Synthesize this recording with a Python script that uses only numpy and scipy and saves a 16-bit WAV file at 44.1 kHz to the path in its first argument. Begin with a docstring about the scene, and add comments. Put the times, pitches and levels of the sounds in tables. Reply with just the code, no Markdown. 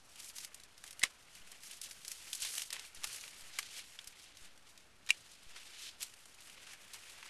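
"""Leaves rustle and crackle close by as a picker's hands push through a vineyard row on a calm day.
Rustling is crackle and friction noise in three colour bands; snaps are short bursts with a ringing stalk.
Twice the shears bite a stem and clack shut: contact forces ring handle and blade modes over a noisy crack.
Below lies a soft open-air hiss of shaped noise with a little wind rumble.
The baseline jumps now and then and settles back, and the top of the spectrum is cut."""
import sys
import numpy as np
from scipy import signal
from scipy.fft import rfft, irfft
from scipy.io import wavfile

SR = 44100
rng = np.random.default_rng(int(sys.argv[2]) if len(sys.argv) > 2 else 0)


def generate_wav(sig):
    """Save sig (samples, or channels by samples) to the path in sys.argv[1] as 16-bit PCM at SR."""
    pcm = np.round(np.clip(np.atleast_2d(sig).T, -1, 1) * 32767).astype(np.int16)
    wavfile.write(sys.argv[1], SR, pcm)


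N = 321665


def rustle():
    """Rubbing leaves: clumped crackle plus ticks, its colour following the hand and wavering."""
    dull_gain, middle_gain, bright_gain = leaf_gains()
    clumps = from_db(0.14 * drift(29) + 1.74 * drift(53))
    crackling = crackle(N, per_s=3000, spread_db=2.1, hiss=1.73) * clumps
    ticking = from_db(-10.0) * ticks(per_s=250, cycles=26)
    dull, middle, bright = three_parts(crackling + ticking)
    dull_waver = from_db(1.7 * drift(34))
    bright_waver = from_db(2.57 * drift(15))
    return dull_gain * dull_waver * dull + middle_gain * middle + bright_gain * bright_waver * bright


# Leaves stirring all along, joined by straight lines; lifts are relative to the middle part:
# (time [s], middle level [dB], dull lift [dB], bright lift [dB])
STIRRING = [(0, -69, -6, 6), (.33, -69, 11.5, -4), (.55, -67.5, 11.5, 10), (.8, -67.5, 3, 2.5),
            (.97, -72, 14, 6), (1.3, -65.5, 1, 4.5), (1.6, -71, 10, 3), (2.0, -62, 4, 5.5),
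            (2.38, -57.5, 6, 9), (2.69, -78, 13, 14), (3.0, -61.5, 9.5, 2), (3.9, -62.5, 8, 6),
            (4.3, -67.5, 6, 0.5), (4.6, -74, 8, 5), (5.0, -73.5, 10, 5), (5.25, -67, 4, 7.5),
            (5.45, -76, 3, 9.5), (5.75, -65, -4, -1), (5.98, -68, 8, 6), (6.3, -67, 8, 11),
            (6.6, -62, 10.5, 4.5), (6.8, -66.5, 11.5, 7.5), (7.29, -57.5, 8.5, 1)]
# A hand brushes through leaves:
# (peak time [s], middle level [dB], rise [s], fall [s], dull lift [dB], bright lift [dB])
HAND_BRUSHES = [(.178, -58, 0.022, 0.11, 5, 7), (.28, -58.5, 0.13, 0.043, 1, 13),
                (.37, -55.5, 0.014, 0.045, -2, 15.5), (.44, -54.5, 0.077, 0.019, -7, 9),
                (.89, -61, 0.061, 0.037, 5, 10.5), (1.01, -63, 0.029, 0.15, 8, 6),
                (1.37, -57.5, 0.023, 0.026, -1, 8.5), (1.53, -64, 0.21, 0.033, 13, 7),
                (1.73, -54.5, 0.14, 0.055, 2.5, 7.5), (1.84, -48, 0.01, 0.042, -12, 9),
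                (2.11, -59, .1, 0.064, 4, 8), (2.22, -62, .15, 0.2, -11, 14.5),
                (2.34, -57, .07, .1, -8, 11.5), (2.438, -37, .025, .05, -6, 7), (2.56, -52, .03, .06, 2, 9),
                (2.62, -49.5, 0.14, 0.041, 2.5, 10), (2.731, -49, 0.0067, 0.078, 9.5, 3.5),
                (2.865, -55, 0.17, 0.013, 0, 9), (2.961, -51.5, 0.0063, 0.018, 8, 2),
                (3.041, -53.5, 0.0084, 0.027, 8, 8), (3.07, -50, 0.015, 0.22, 3, 10),
                (3.54, -50.5, 0.014, 0.17, -1, 3), (3.792, -46.5, 0.077, 0.029, -0.5, 2),
                (4.24, -56.5, 0.092, 0.077, -3, 1), (4.46, -60, 0.13, 0.06, 4.5, 4),
                (4.69, -62, 0.042, 0.046, 3, 4), (4.83, -64.5, 0.13, 0.021, 1, 1),
                (5.09, -56, 0.026, 0.18, 2, -3), (5.33, -60, 0.023, .05, 2, 2),
                (5.579, -56.5, 0.074, 0.098, 8, 1.5), (5.8, -54, 0.29, 0.11, 3, 1),
                (5.881, -46.5, .07, 0.038, -5.5, -1), (6.01, -49, 0.009, 0.051, 2, 5.5),
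                (6.42, -79, 0.021, 0.32, -5, -6), (6.71, -56.5, .15, 0.067, 6, 4.5),
                (6.95, -57, 0.072, 0.057, 10.5, 9.5), (7.09, -58.5, 0.048, 0.069, 1, 8.5)]
BRUSH_SWING_DB = 10   # change in level over one rise or fall time


def leaf_gains():
    """Gains of the dull, middle and bright parts: powers of stirring and brushes add; brushes swing evenly in dB."""
    t = np.arange(0, N, 16) / SR
    times, *columns = np.transpose(STIRRING)
    level_db, dull_db, bright_db = [np.interp(t, times, column) for column in columns]
    power = from_db(level_db + np.array([dull_db, 0 * t, bright_db])) ** 2
    for peak_s, peak_db, rise_s, fall_s, dull_db, bright_db in HAND_BRUSHES:
        away = np.maximum((peak_s - t) / rise_s, (t - peak_s) / fall_s)
        lifts_db = np.array([[dull_db], [0], [bright_db]])
        power = power + from_db(peak_db - BRUSH_SWING_DB * away + lifts_db) ** 2
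    return [np.interp(np.arange(N) / SR, t, np.sqrt(p)) for p in power]


# Range of tick pitches: (lowest [Hz], highest [Hz])
TICK_RANGE = 2100, 10140


def ticks(per_s, cycles):
    """Sparse ticks of leaf ribs and berries, dealt among 16 ringing pitches; rms 1."""
    sizes = crackle(N, per_s, spread_db=3.16, hiss=0)
    dealt = rng.integers(0, 16, N)
    pitches = np.geomspace(*TICK_RANGE, 16)
    # each tick falls 60 dB within the given number of cycles
    return rms_one(sum(ring(sizes * (dealt == k) + 1e-18, hz, cycles / hz) for k, hz in enumerate(pitches)))


# Leaf cracks and stalk snaps; the level is the reference for the spike, burst and knock:
# (time [s], reference level [dB], dull lift [dB], bright lift [dB], knock pitch [Hz])
LEAF_SNAPS = [(.157, -44.5, 1, 13, 3200), (0.2, -36.5, -1, 10, 5140), (0.2442, -40, -12, 15.5, 7140),
              (0.298, -37.5, 6, 2, 4790), (.3647, -43, -1, 6, 7980), (.383, -30.5, 2, 10, 4970),
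              (0.4037, -38, 3, 3, 5560), (0.4466, -30.5, -1, 10.5, 4970), (0.531, -52, 0, 6, 7400),
              (.544, -36.5, 1, 13, 5560), (.599, -40, -11, 3, 4100), (0.635, -42, -2, 10, 4430),
              (.7785, -43.5, -5, 9, 5200), (0.8387, -38, 11, 10.5, 3900), (0.864, -40, 0, 7, 7000),
              (.876, -37, -5, 6, 5650), (0.9075, -38, 0, 11.5, 5610), (0.928, -41, 4, 11, 5360),
              (0.9932, -38, 3, 14, 2930), (1.3508, -42.5, 8, 11.5, 4640), (1.516, -41, 3, 13.5, 6560),
              (1.634, -40.5, 3, 11, 4990), (1.711, -34.5, -2, 11.5, 2930), (1.8145, -29.5, -5, 10, 8250),
              (1.9099, -32.5, 0, 7.5, 5190), (2.0487, -34.5, 0, 9, 4440), (2.079, -36.5, 3, 19.5, 8800),
              (2.1158, -32, 1, 13.5, 8010), (2.302, -45, 1, 16, 8680), (2.3299, -23, -8, 7.5, 3520),
              (2.3494, -35.5, -4, 20, 4290), (2.4016, -35, -4, 10, 4970), (2.4198, -31.5, 5, 17, 9000),
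              (2.449, -30.5, 10, 14.5, 3850), (2.5382, -36, 15, 16.5, 7980), (2.5518, -35.5, 6, 17, 3360),
              (2.58, -24, -3, 9.5, 3000), (2.5945, -27, -4, 2, 7930), (2.619, -25, -4, 10, 2960),
              (2.7038, -27, -5, 2.5, 5100), (2.7274, -25, 4, 11.5, 3660), (2.765, -35, 13, 0, 2080),
              (2.7945, -28.5, -6, 2, 4300), (2.849, -37.5, -1, 5, 2820), (2.947, -41.5, -8, 15, 8880),
              (2.972, -42, 3, 3, 4000), (3.035, -29.5, 10, 2, 5570), (3.0414, -22, 8, 8, 3880),
              (3.0716, -37, 6, 12, 5250), (3.16, -42.5, -1, 19, 9000), (3.21, -36, -11, 4, 6200),
              (3.2385, -33.5, -8, -18, 2430), (3.2783, -34.5, 1, -1, 2760), (3.4084, -42, 3, 11, 5150),
              (3.5866, -21, 11, 8, 2100), (3.589, -31.5, 4, -4, 1150), (3.591, -39, -6, 2, 2940),
              (3.6286, -32.5, 0, -8, 4300), (3.9567, -51, -3, 7, 2500), (3.9892, -28.5, 1, -14, 3380),
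              (4.042, -40.5, 1, 9, 4960), (4.0728, -36, 6.5, 17, 7700), (4.37, -38.5, -11, 4, 6000),
              (4.5757, -48, 1, 8, 3470), (4.776, -39.5, -4, 2, 4900), (5.063, -45, 3, 9, 2870),
              (5.0722, -38, 9, -3, 3840), (5.4306, -48, 5, 10, 5100), (5.5617, -34.5, 5.5, -8, 4930),
              (6.0053, -60, -2, -5, 3490), (6.0138, -32, -6, 2, 3370), (6.0207, -30.5, -6, 10, 7650),
              (6.0275, -25.5, -0.5, 13, 7900), (6.1378, -42.5, 1, 6, 2950), (6.2557, -45.5, 12, 12, 8440),
              (6.345, -47, -6, 11, 7000), (6.405, -43, -15, 14.5, 2980), (6.421, -42, -7, -1, 3540),
              (6.497, -42.5, 7, 9.5, 3030), (6.732, -40.5, 13, 10.5, 2180), (6.934, -36, 1, 11, 4000),
              (6.942, -33, 7, 5, 4230), (6.96, -44, 1, 8, 9500), (7.097, -43, 8, 9, 4000),
              (7.227, -37, 17, -2, 2750)]
BURST_DB, SPIKE_DB, KNOCK_DB = -10, -13, -6.5   # re the reference level
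BURST_T60_S, SPIKE_T60_S = 0.028, 0.0071
KNOCK_CYCLES = 32     # cycles in which the knock falls 60 dB
SNAP_LOW_HZ = 645     # stalks carry little bass


def snaps():
    """A sharp break and a coloured burst, with a knock that sets the stalk ringing briefly."""
    out = np.zeros(N)
    tap = np.arange(3000) == 20   # a single click, 20 samples in
    for s, level_db, dull_db, bright_db, knock_hz in LEAF_SNAPS:
        add(out, s, burst(level_db + BURST_DB, dull_db, bright_db, BURST_T60_S, rise_ms=1.0))
        add(out, s, burst(level_db + SPIKE_DB, dull_db, bright_db, SPIKE_T60_S, rise_ms=0.45, size=1024))
        knock = ring(tap + 1e-18, knock_hz, KNOCK_CYCLES / knock_hz)
        add(out, s, from_db(level_db + KNOCK_DB) * knock)
    return signal.sosfilt(signal.butter(4, SNAP_LOW_HZ, "high", fs=SR, output="sos"), out)


def burst(level_db, dull_db, bright_db, t60, rise_ms, size=4096):
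    """A sudden break: crackle that starts fast and dies away, with a fainter tail scattered by the foliage."""
    t = np.arange(size) / SR
    rise = 1 - np.exp(-1000 * t / rise_ms)
    tail = from_db(-27 - 60 * t / 0.17)
    fade = from_db(-60 * t / t60) + tail
    dull, middle, bright = three_parts(crackle(size, per_s=5000, spread_db=5.1, hiss=1.0))
    return from_db(level_db) * rise * fade * (from_db(dull_db) * dull + middle + from_db(bright_db) * bright)


# Contacts of the shears: light bites, the clack, then weaker contacts; the grip shifts and damps the modes:
# (time [s], ring level [dB], handle t60 [s], contact decay time [ms], first handle mode [Hz],
# second handle mode [Hz], second mode level re first [dB], crack level [dB], dull lift [dB],
# bright lift [dB], crack t60 [s])
SHEAR_CONTACTS = [(1.017, -25, 0.013, 2, 1980, 3900, -12, -48, 4, -8, 0.045),
                  (1.0295, -18.5, 0.022, 0.88, 2060, 2920, -12, -33.5, -4, 1, 0.034),
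                  (1.0344, -22.5, 0.029, .1, 3000, 3990, -0.5, -26.5, 7, 9.5, 0.032),
                  (1.0372, -8, 0.012, 0.19, 2100, 3950, -32, -35.5, 14, 3, 0.027),
                  (1.05, -31, 0.018, 1.5, 2780, 1150, -1, -40, 7, -4, 0.078),
                  (5.0902, -28, .02, .8, 2430, 2790, -11, -40, -6, 5.5, 0.028),
                  (5.094, -30, 0.059, 0.37, 1887, 3870, 10.5, -39.5, 4.5, 1, 0.06),
                  (5.105, -9, 0.019, 0.82, 2436, 2800, 6.5, -30, 3, 12, 0.016),
                  (5.113, -32, 0.037, 0.88, 2320, 2710, 7, -60, -3, -13, 0.06),
                  (5.125, -39, 0.04, 0.88, 2350, 2920, 3, -62, -1, -6, 0.051)]
# Thud of the hand, then the blade modes: (frequency [Hz], level re ring [dB], t60 [s])
THUD_AND_BLADES = [(273, -17, 0.017), (560, -28.5, 0.024), (1150, -25, 0.048), (4000, -38, 0.026),
                   (6500, -39, .025), (7260, -29, .025), (8700, -26, .03)]
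CRACK_TOP_HZ = 11200   # the stem's crack is duller than leaves at the very top


def shears():
    """Each contact's push swings at the first handle mode's pitch while it decays, ringing handles and blades."""
    out, t = np.zeros(N), np.arange(6000) / SR
    duller = signal.butter(4, CRACK_TOP_HZ, fs=SR, output="sos")
    for s, ring_db, t60, contact_ms, first_hz, second_hz, second_db, *crack in SHEAR_CONTACTS:
        push = np.exp(-1000 * t / contact_ms) + 1e-18
        force = push * np.cos(2 * np.pi * first_hz * t) / np.sum(push)
        modes = [(first_hz, 0, t60), (second_hz, second_db, t60)] + THUD_AND_BLADES
        ringing = sum(from_db(db) * ring(force, hz, decay) for hz, db, decay in modes)
        add(out, s, from_db(ring_db) * ringing)
        add(out, s, signal.sosfilt(duller, burst(*crack, rise_ms=0.1)))
    return out


# Colour of the open-air hiss: (frequency [Hz], relative density [dB per Hz])
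AIR_COLOUR = [(110, -45), (180, -9), (374, -10), (686, -7), (980, -8.5), (1430, -6.5), (12800, -26),
              (16600, -59), (22000, -120)]
AIR_DB, RUMBLE_DB, RUMBLE_HZ = -69, -73, 118


def air():
    """Open-air hiss wavering a little, over a lumpy low-passed rumble of light wind."""
    hiss = rms_one(coloured(rng.standard_normal(N), AIR_COLOUR))
    low = signal.sosfilt(signal.butter(1, RUMBLE_HZ, fs=SR, output="sos"), rng.standard_normal(N))
    hiss_gain = from_db(AIR_DB + 1.1 * drift(14))
    rumble_gain = from_db(RUMBLE_DB + 1.3 * drift(6.4))
    return hiss_gain * hiss + rumble_gain * rms_one(low)


# Colour of leaf sound before its parts are weighted: (frequency [Hz], relative density [dB per Hz])
LEAF_COLOUR = [(180, -85), (300, -7), (959, -4), (1980, 5.5), (2970, 10), (4130, 9), (5150, 7), (9500, 1.5),
               (12800, -6), (16600, -61), (22000, -120)]
# Centres of the dull, middle and bright parts: (frequency [Hz])
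PART_CENTRES = [1220, 3770, 11450]


def three_parts(x):
    """Leaf-coloured sound of rms 1 split into dull, middle and bright parts that blend into each other."""
    x = rms_one(coloured(x, LEAF_COLOUR))
    hz = bin_hz(x)
    return [irfft(rfft(x) * at_hz(list(zip(PART_CENTRES, share)), hz), len(x)) for share in np.eye(3)]


def crackle(size, per_s, spread_db, hiss):
    """Tiny breaks of uneven size at random moments, over a bed of friction noise."""
    sizes = from_db(spread_db * np.minimum(rng.exponential(1, size), 4))
    sizes = sizes * rng.choice([-1, 1], size)
    breaks = sizes * (rng.random(size) < per_s / SR)
    return rms_one(breaks) + hiss * rng.standard_normal(size)


def ring(force, hz, t60):
    """A damped resonator: a unit click sets a sine of height 1 ringing, 60 dB down after t60 seconds."""
    r, w = from_db(-60 / (t60 * SR)), 2 * np.pi * hz / SR
    return signal.lfilter([0, np.sin(w)], [1, -2 * r * np.cos(w), r * r], force)


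def drift(rate):
    """Slow random wander of rms 1: noise at every 20th sample through two one-poles with corners at rate Hz."""
    r = np.exp(-40 * np.pi * rate / SR)
    slow = signal.lfilter([1], [1, -2 * r, r * r], rng.standard_normal(N // 20 + 2002))[2000:]
    return np.interp(np.arange(N) / 20, np.arange(len(slow)), rms_one(slow))


def coloured(x, points):
    """Sound shaped by a spectrum given in dB per Hz."""
    return irfft(rfft(x) * from_db(at_hz(points, bin_hz(x))), len(x))


def bin_hz(x):
    """Frequencies of the spectrum's bins, kept at 1 Hz or more for the logarithm."""
    return np.maximum(np.arange(len(x) // 2 + 1) * SR / len(x), 1)


def at_hz(points, hz):
    """Curve through the points, straight over log frequency."""
    return np.interp(np.log(hz), np.log(np.array(points)[:, 0]), np.array(points)[:, 1])


def from_db(db):
    """Amplitude gain for a level in dB."""
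    return 10 ** (np.asarray(db) / 20)


def rms_one(x):
    """Sound scaled to rms 1."""
    return x / np.sqrt(np.mean(x ** 2) + 1e-20)


def add(out, s, sound):
    """Mixes a sound in at s seconds, cut at the end of the scene."""
    i = round(s * SR)
    out[i:i + len(sound)] += sound[:N - i]


def scene():
    """Leaves, snaps and shears over the open air, in one channel."""
    return (rustle() + snaps() + shears() + air())[None]


# Jumps of the baseline, before softening: (time [s], step [full scale = 1])
BASELINE_JUMPS = [(1.035, 0.0015), (1.409, -0.0017), (2.428, .0018), (2.974, -0.0025), (3.073, .0019),
                  (3.426, -0.002), (4.076, 0.0017), (4.419, -.0019), (5.103, .0016), (5.467, -0.0026)]
BASELINE, SETTLE_S = -0.00053, 0.089   # constant offset [full scale = 1], decay time constant
CUTOFF_HZ = 13050   # 80 dB down from here up


def record(dry):
    """The baseline jumps, softened, and settles back exponentially; a steep low-pass cuts the top."""
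    steps = np.zeros(N)
    for s, step in BASELINE_JUMPS:
        steps[round(s * SR)] = step
    settling = signal.lfilter([1], [1, -np.exp(-1 / (SETTLE_S * SR))], steps)
    soft = signal.sosfilt(signal.butter(1, 150.0, fs=SR, output="sos"), settling)
    top_cut = signal.cheby2(30, 80, CUTOFF_HZ, fs=SR, output="sos")
    return signal.sosfilt(top_cut, dry + soft + BASELINE)


dry = scene()
out = record(dry)
generate_wav(out)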